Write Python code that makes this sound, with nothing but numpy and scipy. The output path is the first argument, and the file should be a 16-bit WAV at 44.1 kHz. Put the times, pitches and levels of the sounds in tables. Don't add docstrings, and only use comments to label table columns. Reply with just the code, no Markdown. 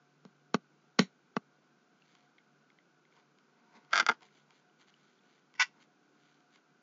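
import sys
import numpy as np
from scipy import signal
from scipy.fft import rfft, irfft, next_fast_len
from scipy.io import wavfile
from scipy.ndimage import uniform_filter1d

SR = 44100
rng = np.random.default_rng(int(sys.argv[2]) if len(sys.argv) > 2 else 0)


def wav_record(signal):
    frames = np.transpose(np.atleast_2d(signal))
    bounded = np.clip(frames, -1, 1)
    quanta = np.round(bounded * 32767).astype(np.int16)
    wavfile.write(sys.argv[1], SR, quanta)


N = 300759
TIME = np.arange(N) / SR

# f/Hz, relative level/dB
AIR_SPECTRUM = [(100, -14.5), (150, 2.5), (220, 4), (400, 1.5), (580, -6), (730, -5.5), (950, -6.5),
                (1250, -4.5), (1480, 1), (1750, -13.5), (2400, -12), (3300, -17), (6500, -18.5),
                (7500, -25.5)]
# f/Hz, level/dB
FAN_TONES = [(147, -82), (722, -83.5), (1467, -87.5), (1565, -88.5)]
# t/s, level/dB
HUM_FADE = [(0, -72), (.9, -71), (1.4, -73.5), (1.9, -82.5), (6.82, -94)]
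# middle t/s, length/s, level/dB
HUM_OCTAVE_SWELL = [(5.95, .8, -75)]
# f/Hz, T60/s
ROOM_DECAY = [(150, 0.11), (1000, 0.084), (3000, 0.05), (7000, 0.038)]

# t/s, force/dB, contact cut-off/Hz, thump/dB, boom/dB,
# hard click/dB (these three relative to the force), grind level/dB, damping time/s, room send/dB
FINGER_PRESSES = [(0.2508, -23, 1500, 14, 21, -5.5, -72, 0.045, -26),
                  (0.5435, 15, 1630, 3, -17, -17.5, -36.5, 0.015, -33),
                  (0.9883, 8, 1794, -3.5, -9, -15, -52, .02, -28.5),
                  (0.9919, 8, 1520, 14.5, 19, 5, -30, .037, -24),
                  (1.366, 12, 1510, 1, -10, -30, -46.5, 0.013, -39)]
# f/Hz, width/Hz, level/dB
ORNAMENT_MODES = [(697, 55.2, -2.5), (902, 250, 0), (1152, 120, 6.5), (1295, 72, 1.5), (1415, 66, -1),
                  (1960, 62, -8.5), (2060, 73, -0.5), (2640, 73, 2), (2900, 110, -2), (4360, 140, -3),
                  (4500, 100, 0), (5650, 180, -2), (6000, 250, 1)]
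# f/Hz, width/Hz, level/dB
HARD_EDGE_MODES = [(1100, 90, -0.5), (1540, 57, 5.5), (1920, 160, 4.5), (2080, 160, 1), (2546, 34, -4.5),
                   (3021, 120, -5), (3105, 61, 1.5), (4150, 400, 0), (4383, 130, -3.5), (5562, 590, -3),
                   (6410, 260, -4)]
# f/Hz, width/Hz, level/dB
TABLE_MODES = [(195, 9.4, 6), (222.5, 40, 10.5), (262, 22.74, -5), (339.9, 50, -1), (403, 44, 2),
               (430, 15, -1)]
# f/Hz, width/Hz, level/dB
BOOM_MODE = [(198, 24, 3)]

# middle t/s, length/s, level/dB
SKIN_RUBS = [(2.13, 0.15, -74), (3.17, 0.073, -77), (4.25, 0.038, -67.5), (4.37, 0.068, -70.5),
             (4.56, .07, -73), (4.815, 0.028, -65.5), (4.888, 0.021, -66.5), (5.06, 0.17, -77),
             (5.32, 0.11, -75.5), (5.82, 0.029, -67.5), (6.28, 0.15, -75.5), (6.55, .04, -68.5)]
# f/Hz, width/Hz, level/dB
SKIN_MODES = [(998, 600, -2), (2390, 240, -1), (3111, 1100, 0.5), (4862, 1300, -2), (6040, 1200, -3.5)]
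# t/s, force/dB, pitch f/Hz
TACKY_TICKS = [(2.0211, -23, 2750), (2.3826, -20, 2100), (2.3863, -21, 2150), (2.7023, -22.5, 2160),
               (2.7872, -20.5, 2030), (3.0524, -25.5, 2100), (3.1244, -27.5, 2207), (4.287, -27, 2100),
               (4.697, -33, 2950), (4.9402, -21.5, 2960), (5.191, -31, 3500), (5.38, -28.5, 1950)]
# multiple of its pitch, width/Hz, level/dB
TACKY_MODES = [(1, 147, 1.5), (1.5, 340, -10)]
# t/s, force/dB
NAIL_TOUCHES = [(2.151, -25.5), (3.165, -32), (3.3857, -30), (3.848, -32), (3.909, -25), (4.2078, -31.5),
                (4.221, -25), (4.23, -23.5), (4.5061, -25.5), (5.5398, -25), (5.826, -28), (6.405, -34),
                (6.5581, -25)]
# f/Hz, width/Hz, level/dB
NAIL_MODES = [(1060, 120, 1.5), (2120, 150, 1), (3220, 110, 2), (4563, 3600, -8), (6170, 1000, -11.5)]
# middle t/s, length/s, level/dB
MAT_SLIDES = [(3.18, 0.04, -67), (3.76, 0.4, -72.5), (3.762, 0.032, -61), (4.14, 0.031, -67),
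              (4.228, 0.021, -60.5), (4.51, 0.041, -72), (5.78, 0.075, -71.5)]
# f/Hz, width/Hz, level/dB
MAT_MODES = [(249, 56, -1.5), (336.3, 39, -1), (460, 60, 1), (598.6, 93, -9.5), (756, 87, 0),
             (926, 66, 5.5), (1035, 100, -4.5), (1443, 95, -0.5), (2107, 500, -7), (4430, 2300, -25.5)]

# start t/s, hold/s, level/dB
EDGE_PULLS = [(3.938, 0.071, -34.5), (4.074, .043, -45)]
# t/s, force/dB, contact cut-off/Hz
EDGE_SLIPS = [(3.9312, 13, 3900), (3.9343, 16, 3700), (3.9457, 2, 7000), (3.9515, 3, 4500),
              (3.9570, 14, 5500), (3.966, 10.5, 12000), (3.977, 15.5, 7040), (3.9844, 10, 5870),
              (3.9875, 8, 5910), (3.998, 13.5, 5850), (4, 15.5, 8940), (4.0058, 10.5, 8000),
              (4.0096, 8.5, 3030), (4.0274, -1.5, 3500), (4.0645, 11, 12000), (4.0871, 12, 2780),
              (4.0894, 16.5, 3800), (4.0957, 14, 3700), (4.1005, 9, 2000), (4.1154, 6.5, 1500)]
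# t/s, force/dB, contact cut-off/Hz
CARD_KNOCKS = [(3.9305, -6, 1200), (3.988, -4, 700), (4.0003, 2, 3500), (4.0205, 9, 280),
               (4.0876, 11, 2600), (4.0945, 14.5, 2600), (4.099, 6.5, 1000), (4.112, 0, 2000)]
# f/Hz, width/Hz, level/dB
HELD_CARD_MODES = [(731.4, 38, -15), (900, 65, -7), (1047, 26, -10), (1336, 130, -2), (1412, 59, 2),
                   (1567.5, 105, 2), (1973, 110, -6), (2094, 150, -2), (2327, 200, -7.5),
                   (2630, 400, -14.5), (3230, 565, -7), (4675, 550, -10.5), (5685, 210, -13),
                   (6400, 230, -19)]
# start t/s, hold/s, level/dB
FLICK_STROKES = [(5.553, 0.0028, -59), (5.58, .012, -59), (5.598, .026, -24)]
# f/Hz, width/Hz, level/dB
FREE_CARD_MODES = [(939, 26, -5.5), (1022, 43, 2), (1077, 35, -3), (1497, 11, 6), (1548, 24, 3.5),
                   (1658, 19, 1.5), (1760, 50, -9), (1977, 41, 6.5), (2072, 38, 1.5), (2181, 90, 2.5),
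                   (2280, 67, -5), (2670, 43, 4.5), (3210, 76, -13.5), (3606, 172, -5.5),
                   (4865, 340, -14.5), (5434, 520, -11), (6420, 150, -18.5)]


def from_db(db):
    return 10 ** (np.asarray(db) / 20)


def unit_power(x):
    return x / np.sqrt(np.mean(x ** 2) + 1e-20)


def at_hz(points, hz):
    freqs, values = np.transpose(points)
    return np.interp(np.log(hz + 1e-9), np.log(freqs), values)


def cut(x, hz, kind, order=2):
    return signal.sosfilt(signal.butter(order, hz, kind, fs=SR, output="sos"), x)


def add(out, s, sound):
    at = int(round(s * SR))
    out[at:at + len(sound)] += sound[:N - at]


def click(db):
    return from_db(db) * signal.unit_impulse(SR // 4) + 1e-18


def body(force, modes, pitch=1, travel_s=0):
    out = np.zeros(len(force))
    for hz, width_hz, db in modes:
        r, w = np.exp(-np.pi * width_hz / SR), 2 * np.pi * hz * pitch / SR
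        ring = signal.lfilter([(1 - r * r) / 2, 0, (r * r - 1) / 2], [1, -2 * r * np.cos(w), r * r], force)
        lag = int(travel_s * SR * np.sqrt(1000 / hz))
        out[lag:] += from_db(db) * ring[:len(force) - lag]
    return out


def rubbing(modes, grains_per_s, spread_db, low_hz, even_s=0.012):
    sizes = from_db(spread_db * np.minimum(rng.exponential(1, N), 4)) * rng.choice([-1, 1], N)
    catches = sizes * (rng.random(N) < grains_per_s / SR) + 1e-18
    rasp = cut(body(catches, modes, travel_s=.0006), low_hz, "high", order=4)
    return rasp / np.sqrt(uniform_filter1d(rasp ** 2, int(even_s * SR)) + 1e-12)


def stroke(start_s, hold_s, db, attack_s, release_s):
    away = np.maximum((start_s - TIME) / attack_s, (TIME - start_s - hold_s) / release_s)
    return from_db(db - 60 * np.clip(away, 0, 4))


def swells(rows):
    return sum(from_db(db) * np.exp(-2 * np.minimum(((TIME - s) / length_s) ** 2, 20))
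               for s, length_s, db in rows)


def room_air(db=-70):
    size = next_fast_len(N)
    white = rfft(rng.standard_normal(size))
    colour = from_db(at_hz(AIR_SPECTRUM, np.arange(len(white)) * SR / size))
    air = irfft(white * colour, size)[:N]
    return from_db(db) * unit_power(cut(air, 125, "high", order=8))


def fan(waver_hz=3.7):
    out = np.zeros(N)
    for hz, db in FAN_TONES:
        drift = cut(rng.standard_normal((2, N + SR)), waver_hz, "low")[:, SR:]
        phase = 2 * np.pi * hz * TIME
        out += from_db(db) * unit_power(drift[0] * np.cos(phase) + drift[1] * np.sin(phase))
    return out


def low_hum(hz=146):
    phase = 2 * np.pi * hz * TIME
    fade = from_db(np.interp(TIME, *np.transpose(HUM_FADE)))
    return fade * np.sin(phase) + swells(HUM_OCTAVE_SWELL) * np.sin(2 * phase)


def room_response(first_echo_s=0.01, build_s=0.0071):
    t, edges_hz, tail = TIME[:SR // 3], np.geomspace(100, 9000, 9), 0
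    for low, high in zip(edges_hz, edges_hz[1:]):
        decay = 1e-3 ** (t / at_hz(ROOM_DECAY, np.sqrt(low * high)))
        tail = tail + cut(rng.standard_normal(len(t)), [low, high], "band") * decay
    tail *= np.clip((t - first_echo_s) / build_s, 0, 1)
    return tail / np.sqrt(np.sum(tail ** 2) * SR / 2 / edges_hz[-1])


def presses(room):
    out = np.zeros(N)
    grind = rubbing(HARD_EDGE_MODES, grains_per_s=4900, spread_db=1.5, low_hz=398.4)
    for s, force_db, soft_hz, thump_db, boom_db, hard_db, grind_db, damping_s, room_db in FINGER_PRESSES:
        push = body(cut(click(force_db), soft_hz, "low"), ORNAMENT_MODES, travel_s=.0011)
        push = cut(push, 530, "high")
        snap = body(click(force_db + hard_db), HARD_EDGE_MODES, travel_s=.0008)
        thump = body(click(force_db + thump_db), TABLE_MODES, travel_s=.00033)
        boom = body(click(force_db + boom_db), BOOM_MODE, travel_s=.00067)
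        tap = push + snap + cut(thump + boom, [130, 900], "band")
        tap *= np.exp(-(TIME[:len(tap)] / damping_s) ** 2)
        add(out, s, tap)
        add(out, s, from_db(room_db) * signal.fftconvolve(tap, room))
        out += grind * stroke(s, 0, grind_db, attack_s=.012, release_s=3.3 * damping_s)
    return out


def skin_rustle(resting_db=-86):
    grain = rubbing(SKIN_MODES, grains_per_s=980, spread_db=2.0, low_hz=496, even_s=0.034)
    return (swells(SKIN_RUBS) + from_db(resting_db)) * grain


def ticks_and_touches():
    out = np.zeros(N)
    for s, force_db, pitch_hz in TACKY_TICKS:
        add(out, s, cut(body(click(force_db), TACKY_MODES, pitch_hz), [1500, 4200], "band"))
    for s, force_db in NAIL_TOUCHES:
        add(out, s, body(click(force_db), NAIL_MODES, travel_s=.0011))
    return out


def fingertip_slides():
    return swells(MAT_SLIDES) * rubbing(MAT_MODES, grains_per_s=2500, spread_db=2.5, low_hz=160)


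def prising(rebound_s=0.001386, rebound_db=-7, crack_db=-16, into_mat_db=-18.5):
    drag = sum(stroke(s, hold_s, db, attack_s=.06, release_s=.095) for s, hold_s, db in EDGE_PULLS)
    out = drag * rubbing(HELD_CARD_MODES, grains_per_s=1900, spread_db=1.5, low_hz=221)
    mat_force = np.full(N, 1e-18)
    for s, force_db, contact_hz in EDGE_SLIPS:
        force = cut(click(force_db), contact_hz, "low")
        crack = from_db(crack_db) * cut(force, 2801, "high")
        tick = body(force, HELD_CARD_MODES, travel_s=.0004)
        tick = cut(tick, 700, "high")
        add(out, s, crack + tick)
        add(out, s + rebound_s, from_db(rebound_db) * tick)
        add(mat_force, s, click(force_db + into_mat_db))
    for s, force_db, contact_hz in CARD_KNOCKS:
        add(mat_force, s, cut(click(force_db), contact_hz, "low"))
    return out + cut(body(mat_force, MAT_MODES, travel_s=.00072), 260, "high")


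def flick(attack_s=.011, after_ring_db=-25):
    envelope = np.zeros(N)
    for s, hold_s, db in FLICK_STROKES:
        envelope += stroke(s, hold_s, db, attack_s, release_s=.062)
        envelope += stroke(s, hold_s, db + after_ring_db, attack_s, release_s=.19)
    grain = rubbing(FREE_CARD_MODES, grains_per_s=4000, spread_db=3.0, low_hz=870, even_s=0.0088)
    return envelope * grain


def scene(card_send_db=-31, hands_send_db=-12.5):
    room = room_response()
    card = prising() + flick()
    hands = skin_rustle() + ticks_and_touches() + fingertip_slides()
    send = from_db(card_send_db) * card + from_db(hands_send_db) * hands
    echoes = signal.fftconvolve(send, room)[:N]
    return (presses(room) + hands + card + echoes + room_air() + fan() + low_hum())[None]


def record(dry, low_hz=138, stopband_hz=7750):
    thin = cut(dry, low_hz, "high", order=6)
    narrow = signal.sosfilt(signal.cheby2(14, 42, stopband_hz, fs=SR, output="sos"), thin)
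    rounded = np.tanh(narrow + .04 * narrow ** 2)
    return cut(rounded, 15600, "low", order=12)


dry = scene()
out = record(dry)
wav_record(out)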